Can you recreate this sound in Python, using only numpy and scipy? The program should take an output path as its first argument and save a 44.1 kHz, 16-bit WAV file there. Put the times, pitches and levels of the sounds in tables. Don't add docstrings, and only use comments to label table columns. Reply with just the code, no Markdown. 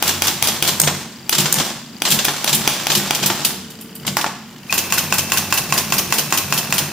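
import sys
import numpy as np
from scipy import signal
from scipy.fft import rfft, irfft, next_fast_len
from scipy.io import wavfile
from scipy.ndimage import uniform_filter1d

SR = 44100
rng = np.random.default_rng(int(sys.argv[2]) if len(sys.argv) > 2 else 0)


def attenuation_scalar(level_db):
    decades = np.asarray(level_db, float) / 20
    return 10 ** decades


def int16_out(signal):
    q = np.round(np.clip(np.atleast_2d(signal).T, -1, 1) * 32767)
    wavfile.write(sys.argv[1], SR, q.astype(np.int16))


N = 305172
SIZE = next_fast_len(N + SR)
HZ = np.arange(SIZE // 2 + 1) * SR / SIZE + 1e-3
T = np.arange(N) / SR
TC = T[::64]
ARRIVE_S = 4.6


def level(x, db):
    return x * attenuation_scalar(db) / np.sqrt(np.mean(x ** 2))


def shape(table):
    hz, db = np.transpose(table)
    return attenuation_scalar(np.interp(np.log(HZ), np.log(hz), db))


def modes(table):
    return sum(attenuation_scalar(db) * 1j * HZ * w / (f ** 2 - HZ ** 2 + 1j * HZ * w) for f, w, db in table)


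def through(x, gain):
    return irfft(rfft(x, SIZE) * gain, SIZE)[..., :N]


def add_at(out, start_s, sound):
    i = int(start_s * SR)
    out[..., i:i + sound.shape[-1]] += sound


def spell(start_s, end_s, rise_db_s, fall_db_s):
    return -rise_db_s * np.maximum(start_s - TC, 0) - fall_db_s * np.maximum(TC - end_s, 0)


def toned(table, low_db, high_db):
    return [(s, db, low_db - bright, high_db + bright, *rest) for s, db, bright, *rest in table]


def contacts(table, rise_ms, fall_ms, tail_db, tail_ms, gains_db, alike, click):
    lead = 512
    t = (np.arange(4096) - lead) / SR * 1000
    after = np.maximum(t, 0)
    crack = np.exp(-after / fall_ms) * (1 - attenuation_scalar(tail_db))
    buzz = attenuation_scalar(tail_db) * np.exp(-after / tail_ms)
    swing = np.where(t < 0, np.exp(t / rise_ms), crack + buzz)
    habit = rng.standard_normal(len(t))
    force = np.zeros((3, N + len(t)))
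    for s, db, low, high, *_ in table:
        chance = np.sqrt(1 - alike ** 2) * rng.standard_normal(len(t))
        burst = swing * (click * (t == 0) + alike * habit + chance)
        gains = attenuation_scalar(db + np.add(gains_db, [low, 0, high]))
        add_at(force, s, gains[:, None] * burst)
    return force[:, lead:N + lead]


def grains(rate, spread_db, ms):
    size_db = spread_db * np.minimum(rng.exponential(size=N), 3)
    hit = (rng.random(N) < rate / SR) * attenuation_scalar(size_db)
    swell = signal.lfilter([1], [1, -np.exp(-1000 / (ms * SR))], hit)
    return level(rng.standard_normal(N) * swell, 0)


# time in seconds, peak in dB, brightness in dB.
REPEAT_SNAPS = [
    (0.0257, -5.5, 4),
    (0.2213, -5.5, 4.5),
    (0.4256, -4.5, 5.5),
    (0.6255, -5.5, 5),
]
LETTER_SNAPS = [
    (1.2944, -8.5, 8.7),
    (2.0205, -9.5, 4),
    (2.4445, -10, 5.5),
    (2.8694, -9.5, 2),
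]
RESET_SNAPS = [
    (2.2522, -7.5, 5),
    (2.6764, -2, 3),
    (3.1085, -6.5, 1),
    (3.4552, -17.5, 15),
]
# mode in Hz, width in Hz, level in dB.
LATCH_BODY = [(830, 60, -6), (1580, 120, -4), (2510, 60, -2), (3400, 600, 12), (4700, 500, 8),
              (5900, 500, 5), (7670, 200, 2)]


def latch_snaps():
    hits = toned(REPEAT_SNAPS + LETTER_SNAPS + RESET_SNAPS, 6.5, -1.1)
    force = contacts(hits, rise_ms=0.3, fall_ms=1.1, tail_db=-21, tail_ms=45.0,
                     gains_db=[-9.0, -9.5, -6.0], alike=0.8, click=8)
    return [(force, LATCH_BODY)]


# time in seconds, peak in dB, brightness in dB.
STOP_SNAPS = [
    (4.1695, -3, 1),
    (4.2435, -14, -10),
]
FRONT_SNAPS = [(4.726, -5.5, 0.87), (4.9237, -4.5, 1.1), (5.1249, -5, 0.7), (5.3201, -5, 1.3),
               (5.5252, -4.5, 0.25), (5.7246, -5.5, -0.87), (5.9233, -4.5, -0.33), (6.1247, -4, -0.2),
               (6.325, -5, -1.5), (6.5249, -5.5, 0.81), (6.7252, -5, -0.62)]
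# mode in Hz, width in Hz, level in dB.
CARRIAGE_BODY = [(856, 90, 5), (1090, 90, 4), (1420, 160, 4), (1750, 160, 3)]
FRONT_BODY = [(840, 60, 0), (1085, 100, 9), (1550, 180, 7), (1930, 120, 1), (2500, 90, 3), (2655, 45, 11),
              (7000, 700, 3)]


def stop_and_front_snaps():
    hits = toned(STOP_SNAPS + FRONT_SNAPS, -5.5, -5.0)
    force = contacts(hits, rise_ms=0.3, fall_ms=1.1, tail_db=-12.0, tail_ms=21.3,
                     gains_db=[-6.5, -6.0, -6.0], alike=0.8, click=8)
    front = T > ARRIVE_S
    return [(force * front, FRONT_BODY), (force * ~front, CARRIAGE_BODY)]


# time in seconds, peak in dB, pitch in Hz of the cam knock before.
FRONT_BLOWS = [(4.789, -15, 7500), (4.9907, -15, 1470), (5.1931, -15, 7600), (5.3828, -14.5, 1540),
               (5.5854, -15.5, 2950), (5.7871, -15, 4820), (5.9915, -15, 4720), (6.1933, -14.5, 2810),
               (6.3847, -15.5, 3070), (6.587, -16, 3200), (6.7907, -15, 3150)]
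# mode in Hz, width in Hz, level in dB.
TYPE_BODY = [(1020, 130, 2), (3050, 260, 10), (5740, 400, 3), (6300, 400, 6)]


def type_blows():
    hits = [(s, db, -14.0, -3.0) for s, db, _ in FRONT_BLOWS]
    force = contacts(hits, rise_ms=0.34, fall_ms=1.0, tail_db=-0.5, tail_ms=7.0,
                     gains_db=[-4.0, -6.0, -3.0], alike=0.8, click=5.5)
    return [(force, TYPE_BODY)]


# time in seconds, peak in dB, brightness in dB.
RELEASES = [
    (0.8008, -5.5, 2),
    (1.5265, -9, 1.5),
]
# mode in Hz, width in Hz, level in dB.
CATCH_BODY = [(7000, 1500, 6.4), (8400, 1400, 14.6), (13500, 2800, 2.1)]


def catch_releases():
    bounce_s, bounce_db = 0.016, -8
    bounces = [(s + bounce_s, db + bounce_db, bright) for s, db, bright in RELEASES]
    hits = toned(RELEASES + bounces, 0.5, -1.5)
    force = contacts(hits, rise_ms=0.71, fall_ms=1.6, tail_db=-28.0, tail_ms=22.0,
                     gains_db=[-6.0, -6.0, -5.0], alike=0.38, click=4.0)
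    return [(force, CATCH_BODY)]


# time in seconds, peak in dB, cam lead in ms, cam pitch in Hz.
REPEAT_BLOWS = [
    (0.0931, -13, 14.5, 5640),
    (0.2813, -13.5, 9.4, 2840),
    (0.486, -14.5, 13, 4840),
    (0.6886, -14, 11.3, 4080),
]
# time in seconds, peak in dB, pitch in Hz.
LETTER_BLOWS = [
    (1.3839, -10, 7500),
    (2.1223, -11, 3230),
    (2.5304, -11, 7100),
    (2.9521, -10, 2970),
]
# delay in seconds, level against it in dB, brightness in dB, pitch in Hz.
AFTER_REPEAT = [(0.016, -18, 0, 2460)]
AFTER_LETTER = [(0.033, -2.5, -4.5, 4070)]
AFTER_LETTER_BLOW = [(0.022, -8, 6.6, 3150)]
AROUND_FRONT = [(-0.02, -19.5, 2.2, 2380), (0.0155, -15, 8.8, 2640), (0.111, -41, 5, 2570)]
# time in seconds, #
# peak in dB, brightness in dB, pitch in Hz.
LEVERS = [(0.8364, -18, -8, 2950), (0.8752, -11.5, -11, 3330), (1.351, -13.5, -2, 5400),
          (1.401, -17, -2.5, 2870), (1.4582, -14, -7, 2790), (1.5617, -21, -10, 6040),
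          (1.5852, -15.5, -4, 3200), (1.6006, -14, -8.5, 3300), (2.0665, -19, -5, 3090),
          (2.076, -18, -4, 3100), (2.0846, -21.5, 7, 5030), (2.105, -15, 5, 3900), (2.1144, -15, 8, 3380),
          (2.1905, -12.5, -5, 2790), (2.2479, -16.5, 5.5, 1680), (2.2834, -16.5, -12.5, 1760),
          (2.4934, -15.5, 2, 3330), (2.5476, -17.5, 11, 3220), (2.9188, -13.5, -2.1, 3170),
          (2.9262, -24, 10, 3640), (2.9593, -31, 9, 7180), (3.1498, -16.5, 3, 5900), (3.1557, -26, 3, 3400),
          (3.23, -15.5, -1.5, 3160), (3.238, -18, -7, 2470), (3.2617, -14, 8, 6100),
          (3.2705, -25, -10, 5900), (3.3014, -16.5, -12, 2280), (3.45, -11.5, 4.5, 4660)]
RETURN = [
    (3.7052, -36, 7.5, 7730),
    (3.8124, -40.5, 16, 3000),
    (3.9542, -42, 19, 3000),
    (4.051, -33.5, -16, 2040),
    (4.068, -20.5, 5, 3220),
    (4.0787, -17, -4.5, 2940),
    (4.188, -24.5, -18, 1610),
    (4.2131, -18.5, -2.5, 3500),
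    (4.2638, -22, -14.5, 1340),
    (4.7407, -30, 9, 2660),
]


def knocks():
    pairs = [(REPEAT_SNAPS, AFTER_REPEAT), (LETTER_SNAPS, AFTER_LETTER),
             (LETTER_BLOWS, AFTER_LETTER_BLOW), (FRONT_SNAPS, AROUND_FRONT)]
    rows = []
    for events, rule in pairs:
        for delay, db, bright, hz in rule:
            rows += [(e[0] + delay, e[1] + db, bright, hz) for e in events]
    rows += [(s - 0.0088, db + 2.5, 4, hz) for s, db, hz in FRONT_BLOWS]
    rows += [(s - lead_ms / 1000, db - 1.5, 5.5, hz) for s, db, lead_ms, hz in REPEAT_BLOWS]
    rows += [(s, db, -3.0, 5900) for s, db, *_ in REPEAT_BLOWS]
    rows += [(s, db, 1.5, hz) for s, db, hz in LETTER_BLOWS]
    return toned(rows + LEVERS + RETURN, -8.5, -3.0)


# start in seconds, end in seconds, rattle in dB, air-band part in dB.
MOTION = [
    (0.0, 0.99, -22.5, -5),
    (1.42, 1.681, -16, -5),
    (2.103, 3.49, -17.5, -6),
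    (4.118, 4.28, -48, -5),
    (4.72, 7.0, -23.5, -2.5),
]


def rattle():
    start_db_s, settle_db_s, dull_db_s, rest_db = 296, 140, 62, -35.5
    chatter = grains(2600, 5.5, 1.6) * attenuation_scalar(-16)
    body, air = attenuation_scalar(rest_db), attenuation_scalar(rest_db - 4.5)
    for start, end, db, air_db in MOTION:
        body = body + attenuation_scalar(db + spell(start, end, start_db_s, settle_db_s))
        air = air + attenuation_scalar(db + air_db + spell(start, end, start_db_s, settle_db_s + dull_db_s))
    drive = 0
    for snaps, blows, db in [(REPEAT_SNAPS, REPEAT_BLOWS, -15), (FRONT_SNAPS, FRONT_BLOWS, -18)]:
        for snap, blow in zip(snaps, blows):
            drive = drive + attenuation_scalar(db + spell(blow[0], blow[0], 94, 216)) * (TC > snap[0])
    body = np.interp(T, TC, body + drive)
    air = np.interp(T, TC, air + attenuation_scalar(-0.5) * drive)
    return np.array([body, body, air]) * chatter


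# mode in Hz, width in Hz,
# level in dB.
BACK_BODY = [(913, 18, -14.5), (1610, 15, -75), (2490, 22, -14), (3300, 1300, -3), (4750, 110, -16),
             (6300, 53, -46), (7480, 480, 1)]
SPRING_BODY = [(2500, 50, 3), (2655, 40, 9)]


def loose_parts():
    force = rattle() + contacts(knocks(), rise_ms=1.7, fall_ms=2.4, tail_db=-1.5, tail_ms=16.6,
                                gains_db=[-4.0, -4.0, -4.0], alike=0.31, click=2.0)
    front = T > ARRIVE_S
    return [(force * ~front, BACK_BODY), (force * front, SPRING_BODY)]


# frequency in Hz, density in dB per Hz.
METAL = [(180, -18), (300, -1.5), (343, -2.5), (463, -5.5), (860, -1.5), (1350, -3.5), (2590, 1), (5780, 4),
         (8080, -2), (11900, -4.5), (14000, 0.5), (15500, -7.5), (16300, -52)]


def steel(jobs):
    low = 1 / (1 + (HZ / 1800) ** 6)
    high = 1 / (1 + (8500 / HZ) ** 12)
    bands = shape(METAL) * np.array([low, 1 - low - high, high])
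    bands /= np.sqrt(np.mean(bands ** 2, axis=1, keepdims=True))
    total = 0
    for force, body in jobs:
        total = total + np.sum(rfft(force, SIZE) * bands, axis=0) * (1 + modes(body))
    return irfft(total, SIZE)[:N]


# time in seconds, level in dB, pitch in Hz, ring in ms.
TWANG = (4.696, -15, 2510, 14)


def rings():
    t, out = np.arange(4096) / SR, np.zeros(N + 4096)
    rise_ms, ring_ms = 1.0, 4
    rows = [(s - 0.0015, db + 1.5, hz, ring_ms) for s, db, _, _, hz in knocks()]
    for s, db, hz, ms in rows + [TWANG]:
        swell = (1 - np.exp(-1000 * t / rise_ms)) * np.exp(-1000 * t / ms)
        add_at(out, s, attenuation_scalar(db) * swell * np.sin(2 * np.pi * hz * t))
    return out[:N]


# mode in Hz, width in Hz, level in dB.
TABLE_BODY = [(149.3, 8.8, 9.5), (186.8, 23.7, 5.5), (209.4, 4.7, -3.5), (256.7, 4.6, -11), (347, 10, 0.5)]
# start in seconds, end in seconds, level in dB, lowest mode in dB.
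SHAKING = [
    (0.0, 0.92, -36.5, -42.5),
    (4.76, 7.0, -33.5, -42),
]
# time in seconds, shaking in dB, lowest mode in dB, ringing pitch in Hz.
THUMPS = [
    (0.5, -33, -44, 224),
    (0.839, -26.5, -43, 150.6),
    (1.392, -27, -46, 160.5),
    (1.572, -28.5, -59, 148),
    (2.13, -26.5, -40, 217.5),
    (2.542, -24.5, -54, 221),
    (2.968, -24, -49, 198),
    (3.239, -25.5, -50, 193),
    (3.5, -34, -43, 189),
    (4.079, -30.5, -42, 197.5),
]


def boom():
    rows = SHAKING + [(s, s, db, low_db) for s, db, low_db, _ in THUMPS]
    top_gains, low_gains = [], []
    for start, end, db, low_db in rows:
        ramp = spell(start, end, 235, 73.5)
        top_gains.append(attenuation_scalar(db + ramp))
        low_gains.append(attenuation_scalar(low_db + 0.96 * ramp))
    top_gain = np.max(top_gains, axis=0) + attenuation_scalar(-45)
    low_gain = np.max(low_gains, axis=0) + attenuation_scalar(-71)
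    top = level(through(grains(600, 0.97, 2.44), modes(TABLE_BODY)), 0)
    leg_modes = modes([(92.8, 3, 0), (40, 45, -40)]) / (1 + (HZ / 125) ** 6)
    legs = level(through(rng.standard_normal(N), leg_modes), 0)
    out = top * np.interp(T, TC, top_gain) + legs * np.interp(T, TC, low_gain)
    t = T[:SR // 2]
    swell = (1 - np.exp(-t / 0.0027)) * np.exp(-t / 0.069)
    for s, db, _, hz in THUMPS:
        add_at(out, s, attenuation_scalar(db + 4) * swell * np.sin(2 * np.pi * hz * t))
    return out


# pitch in Hz, rms level in dB, heard from in seconds, heard to in seconds.
HUM = [(231.5, -45, 0, 7), (446.8, -50, 3.55, 4.08)]
# first tick in seconds, end in seconds, lower ring in dB, upper ring in dB.
TICKS = [
    (1.090, 1.29, -36, -21),
    (1.792, 2.015, -36, -19),
    (3.6140, 4.05, -24, -23),
    (4.3530, 4.70, -27, -28),
]


def motor():
    turn_hz, tick_ms, weak_db = 28.6, 0.05, -55.0
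    out, low, high = 0, 0, 0
    for hz, db, start, end in HUM:
        drift = np.cumsum(uniform_filter1d(rng.standard_normal(N), size=2000)) * 0.004
        gain = np.sqrt(2) * attenuation_scalar(db + np.interp(T, TC, spell(start, end, 150, 150)))
        out = out + gain * np.sin(2 * np.pi * hz * T + drift)
    for start, end, low_db, high_db in TICKS:
        ms = (T - start) * turn_hz % 1 / turn_hz * 1000
        half_ms = (ms + 500 / turn_hz) % (1000 / turn_hz)
        tick = np.exp(-ms / tick_ms) + attenuation_scalar(weak_db) * np.exp(-half_ms / tick_ms)
        tick = tick * (T > start) * (T < end)
        low, high = low + attenuation_scalar(low_db) * tick, high + attenuation_scalar(high_db) * tick
    uneven = 10 + 2.5 * rng.standard_normal(N)
    lower = through(low * uneven, modes([(1880, 90, -9), (2990, 120, 1)]))
    upper = through(high * uneven, modes([(4720, 90, 2)]))
    return out + lower + upper


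# frequency in Hz, time to fall 60 dB in seconds.
ROOM_T60 = [(300, 0.31), (2000, 0.67), (6000, 0.6), (14000, 0.37)]


def room(x):
    wet_db, gap_s, step_s, count = -7.5, 0.011, 0.11, 4
    t = np.arange(SR - 1) / SR
    hz, t60 = np.transpose(ROOM_T60)
    fades = np.exp(-np.log(1000) * t / t60[:, None]) * (1 - np.exp(-t / gap_s))
    fades /= np.sqrt(np.sum(fades ** 2, axis=1, keepdims=True))
    bands = [np.interp(np.log(HZ), np.log(hz), row) for row in np.eye(len(hz))]
    wet = 0
    for k in range(count):
        share = np.sqrt(np.maximum(1 - np.abs((T / step_s - k + 1) % count - 1), 0))
        echo = rng.standard_normal(len(t))
        path = sum(band * rfft(echo * fade, SIZE) for band, fade in zip(bands, fades))
        wet = wet + rfft(x * share, SIZE) * path
    return attenuation_scalar(wet_db) * irfft(wet, SIZE)[:N]


# frequency in Hz, density in dB per Hz.
QUIET = [(35, -44), (60, -6), (217, 15), (527, -7), (2970, -8.5), (7400, -41), (8120, -38), (13900, -41),
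         (16000, -43)]


def room_air():
    return level(through(rng.standard_normal(N), shape(QUIET)), -41)


def machine():
    jobs = latch_snaps() + stop_and_front_snaps() + type_blows() + catch_releases() + loose_parts()
    near = steel(jobs)
    return near + room(near) + rings() + boom() + motor() + room_air()


# frequency in Hz, side minus mid in dB.
SPREAD = [(60, -4), (110, -25), (200, -20.5), (380, -15.5), (700, -14), (1290, -12.5), (2380, -9.5),
          (4400, -4), (8120, -1), (15000, -3)]


def scene():
    mid, other = machine(), machine()
    side = through(other, shape(SPREAD) / (1 + (HZ / 14200) ** 40))
    return np.array([mid + side, mid - side]) * attenuation_scalar([[-0.15], [0.15]])


def low_pass(x):
    return signal.sosfilt(signal.butter(12, 16480, fs=SR, output="sos"), x)


def record(dry):
    dips = 1 - 0.94 / (1 + ((HZ - 8050) / 110) ** 2) - 0.81 / (1 + ((HZ - 12000) / 350) ** 2)
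    hiss_band = 1 / (1 + (13000 / HZ) ** 16) / (1 + (HZ / 15800) ** 60)
    hiss = level(through(rng.standard_normal(N), hiss_band), -60)
    mix = through(dry + hiss, dips / (1 + (HZ / 16200) ** 60))
    mix = mix / (1 + np.abs(mix) ** 8) ** (1 / 8)
    return low_pass(mix)


dry = scene()
out = record(dry)
int16_out(out)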